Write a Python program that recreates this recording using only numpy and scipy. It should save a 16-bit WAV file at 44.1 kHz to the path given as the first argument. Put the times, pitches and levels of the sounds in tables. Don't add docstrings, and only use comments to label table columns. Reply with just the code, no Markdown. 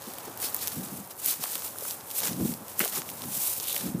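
import sys
import numpy as np
from scipy import signal
from scipy.fft import rfft, irfft
from scipy.io import wavfile
from scipy.ndimage import uniform_filter1d

SR = 44100
rng = np.random.default_rng(int(sys.argv[2]) if len(sys.argv) > 2 else 0)


def generate_wav(signal):
    frames = np.transpose(np.atleast_2d(signal))
    scaled = np.clip(frames, -1, 1) * 32767
    pcm = np.round(scaled).astype(np.int16)
    wavfile.write(sys.argv[1], SR, pcm)


N = 176400
TIME = np.arange(N) / SR


def from_db(db):
    return 10 ** (np.asarray(db) / 20)


def rms_one(x):
    return x / np.sqrt(np.mean(x ** 2) + 1e-20)


def band(x, low_hz, high_hz):
    sos = signal.butter(2, [low_hz, min(high_hz, SR / 2 - 100)], "band", fs=SR, output="sos")
    return signal.sosfilt(sos, x + 1e-18)


def at_hz(spectrum, hz):
    points_hz, points_db = np.array(spectrum).T
    return from_db(np.interp(np.log(hz), np.log(points_hz), points_db))


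def noise(spectrum):
    hz = np.maximum(np.arange(N // 2 + 1) * SR / N, 1)
    return rms_one(irfft(rfft(rng.standard_normal(N)) * at_hz(spectrum, hz), N))


def drift(rate_hz):
    hz = np.arange(N // 2 + 1) * SR / N
    return rms_one(irfft(rfft(rng.standard_normal(N)) * (hz > 0) / (1 + (hz / rate_hz) ** 2), N))


def swells(rows):
    shape = 1.38
    power = 0
    for s, rise_ms, fall_ms, db in rows:
        ms = (TIME - s) * 1000
        away = np.maximum(-ms / rise_ms, ms / fall_ms)
        power += from_db(db - 10 * np.minimum(away, 20) ** shape) ** 2
    return np.sqrt(power)


def grains(spectrum, per_s, spread_db, hiss):
    def clicks():
        sizes = from_db(spread_db * np.minimum(rng.exponential(1, N), 5))
        return rms_one((rng.random(N) < per_s / SR) * sizes)
    edges_hz = np.geomspace(120, 17000, 13)
    shared, out = clicks(), 0
    for low, high in zip(edges_hz, edges_hz[1:]):
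        broad = shared * rng.standard_normal(N)
        narrow = clicks() * rng.choice([-1, 1], N)
        friction = hiss * rng.standard_normal(N)
        out += at_hz(spectrum, np.sqrt(low * high)) * band(broad + narrow + friction, low, high)
    return rms_one(out)


def add_fracture(out, s, db, low_hz, high_hz, decay_s):
    t = TIME[:SR // 20]
    splinters = from_db(-19.5) * np.exp(-t / .0043)
    envelope = np.exp(-t / decay_s) + splinters
    burst = band(rng.choice([-1, 1], len(t)) * envelope, low_hz, high_hz)
    burst *= np.sqrt(.001 * SR / np.sum(burst ** 2))
    start = int(s * SR)
    out[start:start + len(t)] += from_db(db) * burst[:N - start]


def evened(x):
    return x / np.sqrt(uniform_filter1d(x ** 2, size=1100) + 1e-2 * np.mean(x ** 2))


def far_hush():
    # f/Hz, level/dB
    spectrum = [(25, -32), (50, -6), (70, -15), (92, 1.5), (130, -5), (250, -4), (380, -3.5), (500, -2.5),
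                (660, -3), (820, -1), (1000, -2.5), (1400, -8.5), (2200, -16), (4000, -21.5), (8000, -20.5),
                (15000, -16.5)]
    return from_db(-46 + 1.3 * drift(rate_hz=1.1)) * noise(spectrum)


def far_drone():
    hz = 550.3 * (1 + .0057 * drift(rate_hz=7.6))
    tone = np.sin(2 * np.pi * np.cumsum(hz) / SR)
    swing = from_db(3 * drift(rate_hz=1.8))
    return from_db(-61.5) * rms_one(tone * swing)


def grass():
    # peak t/s, rise/ms, fall/ms, blade level/dB, mat level/dB
    strokes = [(.08, 120, 230, -46.5, -48), (.25, 35, 48, -47, -48.5), (0.45, 40, 42, -28.5, -37),
               (.635, 143, 250, -36, -43.5), (.85, 50, 47, -42, -53), (.975, 120, 80, -42, -63),
               (1.109, 6.9, 11, -40.5, -44), (1.2, 19, 22, -38, -62), (1.293, 52, 51, -25, -35),
               (1.435, 42, 50, -33.5, -40), (1.535, 69, 80, -31.5, -39), (1.65, 44, 77, -35, -45.5),
               (1.872, 89, 88, -32.5, -48.5), (2.01, 8.4, 11, -52, -47.5), (2.114, 64, 42, -38, -60),
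               (2.186, 35, 15, -24.5, -44), (2.253, 55, 81, -30.5, -34), (2.48, 115, 76, -34.5, -48),
               (2.705, 45, 63, -42, -50), (2.807, 22, 94, -27.5, -37.5), (2.964, 37, 43, -28.5, -35.5),
               (3.1, 88, 76, -40.5, -51.5), (3.24, 93, 25, -42, -48), (3.345, 40, 69, -32.5, -50),
               (3.47, 173, 170, -28.5, -46.5), (3.691, 69, 110, -31.5, -43), (3.775, 83, 106, -33.5, -44.5),
               (3.865, 57, 48, -39.5, -44)]
    # f/Hz, level/dB
    blade_spectrum = [(400, -38), (1500, -39), (2500, -13.5), (4000, -13.5), (5700, -10.5), (8000, -5),
                      (11000, -1.5), (15000, -1)]
    # f/Hz, level/dB
    mat_spectrum = [(100, -35), (250, 0), (700, -1.5), (1400, -1), (2100, -4), (3300, -5.5), (5000, 3),
                    (8000, -7.5), (15000, -8)]
    sweep = swells([(s, rise, fall, db) for s, rise, fall, db, _ in strokes])
    sweep *= from_db(1.7 * drift(rate_hz=50))
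    press = swells([(s, rise, fall, db) for s, rise, fall, _, db in strokes])
    press *= from_db(2.6 * drift(rate_hz=70))
    blades = sweep * grains(blade_spectrum, per_s=9000, spread_db=2.5, hiss=.49)
    mat = press * grains(mat_spectrum, per_s=2500, spread_db=3.5, hiss=.5)
    settling = from_db(-50) * grains(blade_spectrum, per_s=820, spread_db=5, hiss=.49)
    return blades + mat + settling


def stem_snaps():
    # t/s, tick level/dB, crack level/dB
    snaps = [(.021, -39, -42), (.1372, -32, -48), (.1845, -29.5, -37), (0.375, -29, -37),
             (0.4017, -28, -38), (.446, -25, -31), (0.495, -30, -48), (.5454, -14.5, -31),
             (0.5652, -23, -41), (0.6738, -20, -24), (0.68, -21, -28), (.7328, -35, -44), (1.246, -22, -37),
             (1.26, -12, -27.5), (1.339, -27, -31), (1.415, -33, -37), (1.439, -21, -25.5),
             (1.555, -22, -27), (1.6217, -32, -33), (1.7857, -26.5, -37), (1.8086, -36, -39),
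             (2.1037, -34, -37), (2.1128, -30, -33), (2.2036, -24, -28.5), (2.2653, -25, -42),
             (2.2723, -35, -26), (2.5387, -26, -34.5), (2.567, -45, -56), (2.6823, -34, -41),
             (2.7932, -12, -33), (2.8486, -18, -35), (2.8545, -24, -32), (2.8785, -24, -28.5),
             (2.979, -24, -36), (3.003, -41, -42), (3.0187, -39, -30.5), (3.0906, -34, -32),
             (3.1013, -29, -39), (3.22, -32, -32), (3.3446, -28, -42), (3.6, -32, -27), (3.6089, -31, -35),
             (3.641, -36, -30.5), (3.7285, -21.5, -34), (3.764, -20.5, -28.5), (3.779, -26, -39)]
    out = np.zeros(N)
    for s, tick_db, crack_db in snaps:
        add_fracture(out, s, tick_db, low_hz=10040, high_hz=16600, decay_s=.00022)
        add_fracture(out, s, crack_db, low_hz=2480, high_hz=7100, decay_s=.00022)
    return out


def foot_thuds():
    # t/s, level/dB
    thuds = [(0.073, -39), (0.275, -39.5), (2.806, -31.5), (2.975, -35.5)]
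    rise_ms, fall_ms = 2.3, 26
    weight = swells([(s, rise_ms, fall_ms, db) for s, db in thuds])
    return weight * evened(band(rng.standard_normal(N), low_hz=158, high_hz=377))


def wind_on_microphone():
    # peak t/s, rise/ms, fall/ms, level/dB
    gusts = [(.09, 25, 68, -56), (.785, 28, 40, -33.5), (.83, 90, 75, -42), (.927, 12, 29, -37),
             (.992, 20, 33, -38), (1.27, 24, 27, -55), (1.4, 12, 18, -43), (2.32, 48, 41, -34),
             (2.425, 52, 30, -26), (2.457, 14.5, 5.7, -23.5), (2.492, 17, 47, -30.5), (2.615, 12, 28, -43),
             (3.12, 185, 100, -51.5), (3.275, 74, 50, -40), (3.375, 14, 16, -42), (3.586, 10, 11, -47),
             (3.867, 38, 40, -30.5), (3.952, 8, 7, -24.5), (3.99, 120, 40, -34.5)]
    # f/Hz, level/dB
    spectrum = [(30, -36), (60, -19), (100, -9), (145, -1.5), (200, 1), (275, -4), (380, -14.5),
                (600, -24.5), (1200, -42), (4000, -70)]
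    return swells(gusts) * evened(noise(spectrum))


def sole_grinding():
    # peak t/s, rise/ms, fall/ms, level/dB, resonance f/Hz
    grinds = [(.45, 12, 28, -36, 4450), (.622, 16, 24, -40.5, 4570), (1.302, 22, 18, -37.5, 4400),
              (2.26, 24, 42, -49, 2600), (2.808, 12, 30, -42, 1740), (2.825, 25, 28, -40.5, 2820),
              (2.828, 25, 39, -38.5, 417), (3.69, 51, 104, -38.5, 3550), (3.77, 70, 47, -45, 550)]
    slips_per_s, spread_db, edge_ratio = 2800, 5, 1.28
    out = np.zeros(N)
    for s, rise_ms, fall_ms, db, hz in grinds:
        sizes = from_db(spread_db * np.minimum(rng.exponential(1, N), 4))
        slips = sizes * rng.choice([-1, 1], N) * (rng.random(N) < slips_per_s / SR)
        ringing = rms_one(band(slips, hz / edge_ratio, hz * edge_ratio))
        out += swells([(s, rise_ms, fall_ms, db)]) * ringing
    return out


def snow_crunches():
    # t/s, level/dB, f/Hz
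    crunches = [(.5455, -33, 1330), (1.439, -26.5, 790), (1.4565, -32, 1290), (1.5545, -35.5, 1100),
                (1.6217, -34.5, 1080), (1.758, -37.5, 1000), (1.821, -30, 463), (1.852, -32, 1110),
                (1.909, -27, 5300), (2.245, -41, 527), (2.46, -40, 570), (2.8035, -17.5, 1770),
                (2.8075, -29, 450), (2.8102, -22, 1720), (2.8158, -27, 2680), (2.8305, -30, 2560),
                (2.8325, -25.5, 436), (2.839, -27, 2180), (2.842, -36, 2700), (2.8545, -29.5, 890),
                (2.857, -30.5, 690), (2.9732, -30.5, 1320), (3.018, -34.5, 1260), (3.7643, -26.5, 2640)]
    decay_cycles, edge_ratio = 2.2, 1.37
    out = np.zeros(N)
    for s, db, hz in crunches:
        add_fracture(out, s, db, hz / edge_ratio, hz * edge_ratio, decay_s=decay_cycles / hz)
    return out


def scene():
    steps = grass() + sole_grinding() + stem_snaps() + snow_crunches() + foot_thuds()
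    background = far_hush() + far_drone()
    return (steps + background + wind_on_microphone())[None]


def record(dry):
    low_cut_hz, high_cut_hz = 75, 15350
    low_cut = signal.butter(3, low_cut_hz, "high", fs=SR, output="sos")
    high_cut = signal.ellip(12, .2, 70, high_cut_hz, fs=SR, output="sos")
    return signal.sosfilt(high_cut, signal.sosfilt(low_cut, dry))


dry = scene()
out = record(dry)
generate_wav(out)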